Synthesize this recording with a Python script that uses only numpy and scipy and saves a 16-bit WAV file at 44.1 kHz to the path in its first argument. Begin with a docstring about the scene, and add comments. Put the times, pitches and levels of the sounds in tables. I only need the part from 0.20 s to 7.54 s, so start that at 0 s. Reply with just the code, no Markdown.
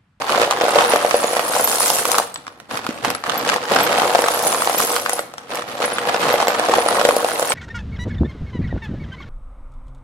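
"""Two hands shove into short chalk sticks in a plastic basin, lift a handful and pour it back at 1.3 s.
The heap settles. They dig again from 2.5 s, lift at 3.8 s and pour at 4.2 s; they dig once more from
5.2 s and lift a third handful at 6.5 s. Throughout, sticks landing in the heap knock through the basin;
sticks meeting each other clack, clink and rub dustily. Two close microphones hear each contact from
its own side, and the loudest knocks overload them."""
import sys
import numpy as np
from scipy import signal
from scipy.fft import rfft, irfft, next_fast_len
from scipy.io import wavfile
from scipy.ndimage import uniform_filter1d

SR = 44100
rng = np.random.default_rng(int(sys.argv[2]) if len(sys.argv) > 2 else 0)


def store_wav(level_fs):
    """Save 16-bit WAV to argv[1]."""
    pcm = np.round(np.clip(np.atleast_2d(level_fs), -1, 1) * 32767)
    wavfile.write(sys.argv[1], SR, pcm.T.astype(np.int16))


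N = 323687

# Hands shove into the heap: start_s, length_s, level_db, scrape_re_level_db
SHOVES = [(-0.02, 0.15, -31.5, -10), (0.074, 0.11, -24, -17), (0.176, 0.063, -24.5, -19),
          (0.236, 0.19, -30, -20), (0.404, 0.038, -24.5, -19), (0.527, 0.099, -23, -24),
          (0.676, 0.077, -27, -15), (2.485, 0.07, -30.5, -2.5), (2.605, 0.18, -38.5, -1),
          (2.818, 0.071, -27, -0.5), (2.96, 0.054, -44, 0), (3.038, 0.22, -29.5, -3.5),
          (3.239, 0.1, -26, -3.5), (3.394, 0.3, -32, -9), (3.488, 0.16, -22, -4.5),
          (3.665, .13, -24.5, -13), (5.155, 0.2, -48, -6), (5.284, 0.11, -32, -8), (5.449, 0.18, -35, -4),
          (5.589, 0.062, -26, -9), (5.678, 0.22, -30.5, -8), (5.849, 0.12, -27.5, -10),
          (5.983, 0.17, -23.5, -10), (6.166, 0.058, -25.5, -16), (6.27, 0.032, -26.5, -11),
          (6.323, .13, -26.5, -11), (6.49, 0.074, -25, -16), (6.672, 0.11, -28, -22),
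          (6.81, 0.084, -38, -35)]
# A rising handful sheds sticks: start_s, length_s, level_db
LIFTS = [(0.457, 0.964, -26.5), (3.76, .52, -25), (6.46, .87, -27)]
# Gushes from parting hands: start_s, length_s, level_db, near_mic_treble_db
POURS = [(1.3, 0.15, -30, -0.5), (1.459, 0.34, -29, 3.5), (1.831, 0.16, -29.5, -1), (4.22, 0.14, -29, -0.5),
         (4.356, 0.24, -30.5, -0.5), (4.56, 0.089, -28.5, 2.5), (4.667, 0.098, -30, 0),
         (4.786, .2, -36.5, -2)]
# Heaviest falls: start_s, knock_db, pitch_hz, clack_db, tick_db
HEAVY_FALLS = [(0.0197, -30, 760, -14, -36), (0.198, -8, 540, -12, -27), (0.2167, -7, 614, -9.5, -13),
               (0.31, -8, 816, -6, -10), (0.3244, -8, 1140, -14, -33), (0.4118, -5.5, 607, -13.5, -27),
               (0.4367, -4.5, 523, -23.5, -33), (0.482, -2, 610, -13, -17), (0.5574, -0.5, 665, -16, -23),
               (0.566, -3, 610, -25, -18), (0.586, -4, 1256, -5, -25), (0.7362, -2.5, 613, -11, -24),
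               (0.7603, -5.5, 610, -18, -31.5), (0.8478, 0, 656, -20, -29), (0.9102, -14, 1340, -7, -22),
               (0.9432, 2, 567, -14, -26), (1.0429, -3.5, 597, -18, -37), (1.1666, -7, 595, -12, -13),
               (1.1938, -6.5, 653, -11, -16), (1.3639, -5, 875, -19, -28), (1.3984, -7, 553, -25, -34),
               (1.7849, -20, 920, -21, -6), (1.8535, -3, 1190, -10.5, -5.5), (1.9165, -6, 1030, -29, 1.5),
               (1.944, -4, 1200, -18, -24), (1.9514, -6, 1180, -11, -23), (1.9838, 0, 1170, -15, 1),
               (1.9989, -4.5, 760, -17, -29), (2.1423, -36, 547, -39, -18), (2.1587, -24, 1275, -18, -44),
               (2.2672, -31, 1230, -24.5, -36), (2.279, -17, 1204, -24.5, -49),
               (2.4006, -31, 696, -28, -33), (2.5734, -26, 985, -17, -19), (2.6658, -16, 1360, -16, -18),
               (2.6899, -8, 256, -19, -26.5), (2.848, -13, 832, -8.5, -11), (2.9028, -13, 724, -14, -9),
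               (2.9493, -20, 1260, -14, -26), (3.0386, -24, 1240, -14.5, -36),
               (3.0963, -23, 1273, -9.5, -23), (3.2904, -24, 1260, -6, -32), (3.2979, -18, 860, -4.5, -23),
               (3.3406, -24, 984, -13.5, -16), (3.361, -5, 865, -14, -18), (3.519, -5, 470, -29, -12),
               (3.5634, -2, 1220, -8, -18), (3.7838, -4, 720, -16, -32), (3.8187, 0, 745, -13, -20),
               (3.9493, 3, 750, -7, -25), (3.9549, 0, 730, -10, -26), (3.9901, -2, 610, -11, -35),
               (4.0404, -4, 580, -11.5, -38), (4.0842, -9, 1190, -8.5, -14), (4.3463, -5, 1200, -14, -23),
               (4.421, -1.5, 1230, -22, -24), (4.4733, -3.5, 775, -11, -25), (4.4959, -7.5, 735, -15, -14),
               (4.6023, -2, 1350, -21, -5), (4.7634, -11, 1120, -11, -10), (4.8613, -3.5, 1240, -12, -31),
               (4.8951, -14, 740, -13.5, -7), (4.9321, -10, 730, -30, -8), (4.9919, -10, 585, -13, -17),
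               (5.1384, -24, 650, -28.5, -29), (5.1812, -39, 1336, -20.5, -32),
               (5.3552, -30, 800, -33, -12), (5.4212, -24, 1270, -17.5, -33), (5.6031, -9.5, 564, -19, -46),
               (5.7838, -12, 1200, -13, -22), (5.9441, -7, 670, -11, -29), (6.1404, -2.5, 600, -15, -26),
               (6.2264, -3, 840, -12.5, -37), (6.2711, -4, 799, -11, -32), (6.2819, -5, 520, -7.5, -11),
               (6.3959, -2, 647, -12.5, -11), (6.4865, -4.5, 760, -14, -26), (6.4951, -4, 504, -13.5, -31),
               (6.5379, -2, 850, -13, -29), (6.5836, -1, 600, -13, -27), (6.6613, -2.5, 620, -20.5, -27),
               (6.6862, -7, 1197, -8, -27), (6.8131, -5, 670, -10, -21), (6.8508, 1.5, 567, -5, -11),
               (6.889, 1.5, 560, -9, -9), (6.9655, -3, 565, -28, -8), (7.0457, -2.5, 640, -15, -26),
               (7.1958, -9, 610, -16, -9), (7.2263, -7.5, 570, -16, -16), (7.32, -6, 1470, -9, -26)]
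# Clearest free-ringing sticks: start_s, pitch_hz, level_db
CLEAR_PINGS = [(0.679, 9820, -14), (0.697, 9620, -14), (0.967, 10200, -13), (1.037, 6930, -19),
               (1.075, 6900, -18), (1.287, 9860, -13), (1.409, 10510, -10), (1.443, 12150, -2.5),
               (1.599, 9580, -10), (1.66, 7500, -8.5), (2.143, 7860, -19.5), (2.566, 11000, -24),
               (2.948, 10250, -22), (3.177, 12960, -14), (3.633, 12230, -11), (4.273, 9880, -6),
               (4.439, 11500, -14.5), (4.581, 13240, -10), (4.932, 10520, -12), (4.993, 8060, -19),
               (5.18, 8300, -35), (5.655, 9750, -12), (5.734, 9990, -16), (6.13, 12900, -19),
               (6.282, 12900, -18), (6.683, 9740, -14.5), (7.298, 8400, -9.5)]

# Layer offsets per movement: dig_db, knock_db, clack_db, clink_db, tick_db
SHOVE_MIX_DB = (0, 3, 0.5, -11, -7.5)
LIFT_LOW_MIX_DB = (-32, 6, -0.5, -6, -6)
LIFT_HIGH_MIX_DB = (-15.5, 2, -3.5, -1.5, 0.5)
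POUR_MIX_DB = (-16, 6, 1, 4, 7)
SETTLE_MIX_DB = (-19, -10, -18, -17, -18)
# Decay of the settling heap, same layer order; bright contacts stop first
SETTLE_DB_PER_S = (13, 32, 26, 45, 41)

# Modes of the loaded basin: pitch_hz, width_hz, gain_db
BASIN_MODES = [(241, 21, -6), (320, 18.4, -1), (380, 21, -4.5), (490.2, 38.4, 6), (580.6, 17, 2.5),
               (712, 48, -1.5), (799, 14, 0), (1070, 83, -3)]
# Room decay: freq_hz, t60_s
ROOM_T60 = [(150, 0.75), (600, 0.38), (1500, 0.5), (4000, 0.44), (9000, 0.19), (16000, 0.26)]
# Layer spectra: freq_hz, gain_db
ROOM_TONE_EQ = [(20, -23), (55, 17.5), (170, 22), (500, -32), (1300, -13), (2000, 9), (4500, -40),
                (8000, -56), (13000, -29), (16000, -39)]
DIG_EQ = [(25, -31), (60, -27), (110, -3.5), (170, -4), (260, 2.5), (420, -8.5), (900, -19), (3000, -42),
          (16000, -63)]
RUB_EQ = [(30, -26), (150, -18), (500, -4.5), (1200, 15.5), (2200, 9.5), (4500, 5.5), (8000, -29),
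          (12000, -27), (16000, -28)]
TICK_EQ = [(50, -60), (500, -31), (3000, -4.5), (6000, 0), (9500, -0.5), (13000, -4), (16000, -16)]
CLINK_EQ = [(100, -40), (3000, -25), (6000, -26), (10000, 2.5), (12500, -5.5), (14000, -10), (16000, -1)]
CLACK_EQ = [(30, -42), (150, -20), (600, -5), (1200, 9.5), (2000, 2.5), (3500, -1.5), (5500, -6),
            (8000, -11), (16000, -37)]
KNOCK_EQ = [(25, -18), (60, -15.5), (120, -13.5), (230, -7), (410, -7.5), (480, -4), (800, -1.5),
            (1300, -2), (2500, -17.5), (6000, -15), (16000, -7)]


def amp(db):
    """Decibels to gain."""
    return 10 ** (np.asarray(db) / 20)


def unit_rms(x):
    """x at rms 1."""
    return x / np.sqrt(np.mean(x ** 2) + 1e-20)


def unit_energy(waves):
    """Each event scaled to the energy of 1 s at unit power."""
    return waves / np.sqrt(np.mean(np.sum(waves ** 2, -1, keepdims=True), 0) / SR + 1e-20)


def curve_at(points, hz):
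    """Interpolate on a log frequency axis."""
    freq_hz, values = np.transpose(points)
    return np.interp(np.log(hz + 1), np.log(freq_hz + 1), values)


def filtered(x, response):
    """Apply a complex frequency response."""
    size = next_fast_len(N + SR // 2, True)
    return irfft(rfft(x, size) * response(np.fft.rfftfreq(size, 1 / SR)), size)[..., :N]


def convolved(x, impulse):
    """Convolve per channel."""
    return signal.oaconvolve(x, impulse, axes=1)[:, :N]


def coloured(x, eq, samples=4096):
    """Minimum-phase EQ: attacks stay sharp."""
    cepstrum = irfft(np.log(amp(curve_at(eq, np.fft.rfftfreq(samples, 1 / SR)))))
    cepstrum[1:samples // 2] *= 2
    cepstrum[samples // 2:] = 0
    return convolved(x, irfft(np.exp(rfft(cepstrum)))[None])


def diffuse(x, split_hz=750):
    """Diffuse field at two microphones: bass alike, treble unrelated."""
    side = filtered(x[0] - x[1], lambda hz: (hz + split_hz / 10) / np.hypot(hz, split_hz))
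    return np.array([x[0] + x[1] + side, x[0] + x[1] - side]) / 2


def diffuse_noise(eq):
    """Coloured noise as a diffuse field."""
    return diffuse(unit_rms(coloured(rng.standard_normal((2, N)), eq)))


def room_tone(gain_db=-53):
    """Faint steady background."""
    return amp(gain_db) * diffuse_noise(ROOM_TONE_EQ)


def room(x, wet_db=-13, block=16384):
    """Add a weak diffuse tail, new for each block; treble dies first."""
    wet = np.zeros((2, N + SR))
    for start in range(0, N, block):
        hz, t, spectra = signal.stft(rng.standard_normal((2, SR // 2)), SR, nperseg=256)
        decay = amp(-60 * t / curve_at(ROOM_T60, hz)[:, None])
        tail = signal.istft(spectra * decay, SR, nperseg=256)[1]
        reverb = signal.fftconvolve(x[:, start:start + block], tail / np.linalg.norm(tail[0]), axes=1)
        wet[:, start + SR // 150:][:, :reverb.shape[1]] += reverb
    return x + amp(wet_db) * diffuse(wet[:, :N], split_hz=620)


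def near_walls(x, echo_db=-9, decay_s=0.0038, count=30, drift_hz=0.908):
    """Add early echoes off basin and hands; a steady crossfade stands for hand motion."""
    def echoes():
        delay_s = rng.uniform(0.0015, 0.022, (2, count))
        gain = rng.choice([-1, 1], (2, count)) * np.exp(-delay_s / decay_s)
        taps = np.array([np.bincount((d * SR).astype(int), g, SR // 10) for d, g in zip(delay_s, gain)])
        return convolved(x, taps / np.linalg.norm(taps, axis=1, keepdims=True))
    phase = 2 * np.pi * drift_hz * np.arange(N) / SR
    return x + amp(echo_db) * (np.cos(phase) * echoes() + np.sin(phase) * echoes())


def swell(t, start_s, length_s, stop_db_per_s, attack_s=0.029):
    """Gain of one movement: rise, hold, decay."""
    attack = np.clip((t - start_s) / attack_s, 0, 1)
    return attack * amp(np.minimum(start_s + length_s - t, 0) * stop_db_per_s)


def stirred_db(at_s, shove_stop_db_per_s=204, spill_stop_db_per_s=197):
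    """Level of each layer at given times; hand movements add in power."""
    t = np.linspace(0, N / SR, 2000)[:, None]
    gains = []
    for start_s, length_s, level_db, scrape_db in SHOVES:
        tumble_db = -0.21 * scrape_db  # a hand dragging on the bottom topples fewer sticks
        mix_db = np.add(SHOVE_MIX_DB, [scrape_db, tumble_db, 0, 0, 0])
        gains.append(amp(level_db + mix_db) * swell(t, start_s, length_s, shove_stop_db_per_s))
    for start_s, length_s, level_db in LIFTS:
        height = np.clip((t - start_s) / length_s, 0, 1)
        mix_db = (1 - height) * LIFT_LOW_MIX_DB + height * LIFT_HIGH_MIX_DB
        gains.append(amp(level_db + mix_db) * swell(t, start_s, length_s, spill_stop_db_per_s))
    for start_s, length_s, level_db, treble_db in POURS:
        mix_db = np.add(POUR_MIX_DB, [0, 0, 0, treble_db, treble_db])
        gains.append(amp(level_db + mix_db) * swell(t, start_s, length_s, spill_stop_db_per_s))
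        gains.append(amp(level_db) * amp(SETTLE_MIX_DB) * swell(t, start_s, length_s, SETTLE_DB_PER_S))
    total_db = 10 * np.log10(np.sum(np.square(gains), 0) + 1e-12)
    layers = ("dig", "knock", "clack", "clink", "tick")
    return {layer: np.interp(at_s, t[:, 0], db) for layer, db in zip(layers, total_db.T)}


def grit(samples, depth_db=3):
    """Fast uneven gain: dry surfaces catch and slip."""
    return unit_rms(amp(depth_db * unit_rms(uniform_filter1d(rng.standard_normal(N), samples))))


def digging(gain_db=-0.5):
    """Fingers push sticks along the plastic bottom: a low scrape."""
    level_db = stirred_db(np.arange(N) / SR)["dig"] + gain_db
    return diffuse_noise(DIG_EQ) * grit(samples=300) * amp(level_db)


def rubbing(gain_db=-4):
    """Chalk slides on chalk and skin: a gritty hiss that follows the clacking."""
    level_db = stirred_db(np.arange(N) / SR)["clack"] + gain_db
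    return diffuse_noise(RUB_EQ) * grit(samples=130) * amp(level_db)


def contacts(layer, rate_per_s, spread_db, gain_db):
    """Uneven contact times and gains; mean power follows the layer's level."""
    count = int(rate_per_s * N / SR)
    start_s = np.abs(np.arange(count) + rng.uniform(-2, 2, count)) / rate_per_s
    force = unit_rms(amp(spread_db * np.minimum(rng.exponential(size=count), 2.5)))
    return start_s, force / np.sqrt(rate_per_s) * amp(stirred_db(start_s)[layer] + gain_db)


def scattered(rate_per_s):
    """Uneven times, each with three normal draws."""
    count = int(rate_per_s * N / SR)
    draws = rng.standard_normal((count, 4)).T
    return np.abs(np.arange(count) + 0.5 + 0.5 * draws[0]) / rate_per_s, draws[1:]


def placed(start_s, waves, gain):
    """Sum waves[channel, event, sample] at their start times and gains."""
    index = np.round(start_s * SR).astype(int)[:, None] + np.arange(waves.shape[-1])
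    index = np.maximum(index.ravel(), 0)
    return np.array([np.bincount(index, side.ravel(), N)[:N] for side in waves * gain[:, None]])


def ages_s(lead_ms, samples):
    """Time since each contact reached each microphone; positive lead is left first."""
    half_s = np.asarray(lead_ms)[:, None] / 2000
    age_s = np.arange(samples) / SR - abs(half_s) + np.array([half_s, -half_s])
    return np.maximum(age_s, 0).astype(np.float32)


def random_pan(count, spread_db):
    """Left and right gains of contacts scattered over the heap."""
    gain = amp(rng.normal(0, 1, (count, 2)).T * spread_db)
    return (gain / np.sqrt(np.mean(gain ** 2, 0)))[:, :, None]


def ring(t, pitch_hz, decay_s, rise_s):
    """Damped sines with a soft start, one per event."""
    pitch_hz, decay_s = np.float32(pitch_hz)[:, None], np.float32(decay_s)[:, None]
    return np.sin(2 * np.pi * pitch_hz * t) * np.exp(-t / decay_s) * (1 - np.exp(-t / np.float32(rise_s)))


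def burst(t, decay_s, coherence):
    """Noise cracks, partly shared by both microphones."""
    count, samples = t.shape[1:]
    index = np.minimum((t * SR).astype(int), samples - 1)
    shared = rng.standard_normal((count, samples))[np.arange(count)[:, None], index]
    noise = np.sqrt(coherence) * shared + np.sqrt(1 - coherence) * rng.standard_normal(t.shape)
    return noise * np.exp(-t / decay_s) * (t > 0)


def ticks():
    """Edges catch and slip: tiny sharp ticks."""
    start_s, gain = contacts("tick", rate_per_s=620, spread_db=5, gain_db=0)
    t = ages_s(lead_ms=rng.normal(0, 0.22, len(gain)), samples=220)
    waves = unit_energy(burst(t, decay_s=0.00088, coherence=1))
    return placed(start_s, waves * random_pan(len(gain), spread_db=2), gain)


def clinks(centre_hz=9600, decay_s=0.0016):
    """Loose sticks ring in their first bending mode; each length has its own pitch."""
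    start_s, gain = contacts("clink", rate_per_s=420, spread_db=5, gain_db=-3)
    count = len(gain)
    pitch_hz = np.clip(centre_hz * rng.lognormal(0, 0.196, count), 3000, 20000)
    decays_s = decay_s * rng.lognormal(0, 0.31, count)
    t = ages_s(lead_ms=rng.normal(0, 0.225, count), samples=700)
    waves = unit_energy(ring(t, pitch_hz, decays_s, rise_s=0.0001))
    return coloured(placed(start_s, waves * random_pan(count, spread_db=3.5), gain), CLINK_EQ)


def faint_pings(centre_hz=9700, above_clinks_db=7, spread_db=2):
    """Rows like CLEAR_PINGS: sticks that ring out among the clinking."""
    start_s, (force, detune, _) = scattered(rate_per_s=20)
    level_db = stirred_db(start_s)["clink"] + above_clinks_db + spread_db * force
    return np.transpose([start_s, centre_hz * np.exp(0.17 * detune), level_db])


def free_sticks(decay_s=0.005, rebound_db=-8):
    """A stick bouncing clear rings louder and longer, and again on landing."""
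    start_s, pitch_hz, level_db = np.vstack([CLEAR_PINGS, faint_pings()]).T
    count = len(start_s)
    decays_s = decay_s * rng.lognormal(0, 0.05, count)
    t = ages_s(lead_ms=rng.normal(0, 0.2176, count), samples=2200)
    waves = ring(t, pitch_hz, decays_s, rise_s=0.00014) * random_pan(count, spread_db=0.5)
    landing_s = start_s + rng.uniform(0.007, 0.032, count)
    return placed(start_s, waves, amp(level_db)) + placed(landing_s, waves, amp(level_db + rebound_db))


def clacks():
    """Sticks pinned by their neighbours crunch together: short dry contacts."""
    start_s, gain = contacts("clack", rate_per_s=520, spread_db=8, gain_db=5)
    t = ages_s(lead_ms=rng.normal(0, 0.2, len(gain)), samples=280)
    waves = unit_energy(burst(t, decay_s=0.0019, coherence=0.51))
    return placed(start_s, waves * random_pan(len(gain), spread_db=1), gain)


def basin(x, ring_db=-4.5):
    """Knocks pass through the heap and briefly ring the plastic shell."""
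    def shell(hz):
        return sum(amp(gain_db) * 1j * hz * width_hz / (pitch_hz ** 2 - hz ** 2 + 1j * hz * width_hz)
                   for pitch_hz, width_hz, gain_db in BASIN_MODES)
    return coloured(x, KNOCK_EQ) + amp(ring_db) * filtered(x.mean(0), shell)


def knocks(centre_hz=680):
    """Sticks tumble onto the heap: dull pushes of a few cycles."""
    start_s, gain = contacts("knock", rate_per_s=480, spread_db=4, gain_db=-1)
    count = len(gain)
    pitch_hz = np.clip(centre_hz * rng.lognormal(0, 0.27, count), 400, 2000)
    t = ages_s(lead_ms=rng.normal(0, 0.19, count), samples=600)
    waves = unit_energy(ring(t, pitch_hz, decay_s=1 / pitch_hz, rise_s=0.00022))
    polarity = rng.choice([-1, 1], count)
    return placed(start_s, waves * random_pan(count, spread_db=1), gain * polarity)


def light_falls(centre_hz=820, spread_db=3.4):
    """Rows like HEAVY_FALLS: lighter falls that follow the stirring."""
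    start_s, (force, detune, sharpness) = scattered(rate_per_s=13)
    level_db = stirred_db(start_s)
    knock_db = level_db["knock"] + 10 + spread_db * force
    clack_db = level_db["clack"] + 7 + spread_db * force
    tick_db = level_db["tick"] + 7 + spread_db * (force + sharpness)
    return np.transpose([start_s, knock_db, centre_hz * np.exp(0.24 * detune), clack_db, tick_db])


def falls(rows, clack_gain_db=6, tick_gain_db=1, bounce_db=-13, lead_ms_per_octave=0.15, pan_db_per_ms=5):
    """Each fall gives a knock, a clack and a tick; a small bounce repeats the last two."""
    start_s, knock_db, pitch_hz, clack_db, tick_db = np.transpose(rows)
    count = len(start_s)
    # Higher knocks lie to the left; the microphone reached first hears a fall louder.
    lead_ms = lead_ms_per_octave * np.log2(pitch_hz / np.median(pitch_hz)) + rng.normal(0, 0.13, count)
    pan = random_pan(count, spread_db=0.5) * amp(pan_db_per_ms * np.array([lead_ms, -lead_ms]))[..., None]
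    t = ages_s(lead_ms, samples=900)
    push = -ring(t, pitch_hz, decay_s=0.85 / pitch_hz, rise_s=0.00071)
    push /= abs(push).max(-1, keepdims=True)
    bounce_s = start_s + rng.uniform(0.0024, 0.012, count)

    def bounced(waves, db):
        return placed(start_s, waves * pan, amp(db)) + placed(bounce_s, waves * pan, amp(db + bounce_db))
    knock = placed(start_s, push * pan, amp(knock_db))
    clack = bounced(burst(t, decay_s=0.0018, coherence=0.75), clack_db + clack_gain_db)
    tick = bounced(burst(t, decay_s=0.00098, coherence=0.18), tick_db + tick_gain_db)
    return knock, clack, tick


def scene(dull_pan_db=0.36, clack_pan_db=-1.36):
    """Chalk in the basin, in a quiet room; positive pan is left."""
    knock, clack, tick = falls(np.vstack([HEAVY_FALLS, light_falls()]))
    dull = (basin(knock + knocks()) + digging()) * amp([[dull_pan_db], [-dull_pan_db]])
    clatter = coloured(clack + clacks(), CLACK_EQ) * amp([[clack_pan_db], [-clack_pan_db]])
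    bright = coloured(tick + ticks(), TICK_EQ) + clinks() + free_sticks()
    return room(dull + near_walls(clatter + bright) + rubbing()) + room_tone()


def record(dry, low_cut_hz=45, top_hz=16000):
    """Microphones: bass roll-off, soft clip at full scale, band limit."""
    heard = filtered(dry, lambda hz: 1j * hz / (low_cut_hz + 1j * hz))
    clipped = heard / (1 + abs(heard) ** 10) ** (1 / 10)
    return filtered(clipped, lambda hz: hz < top_hz)


dry = scene()
out = record(dry)
store_wav(out)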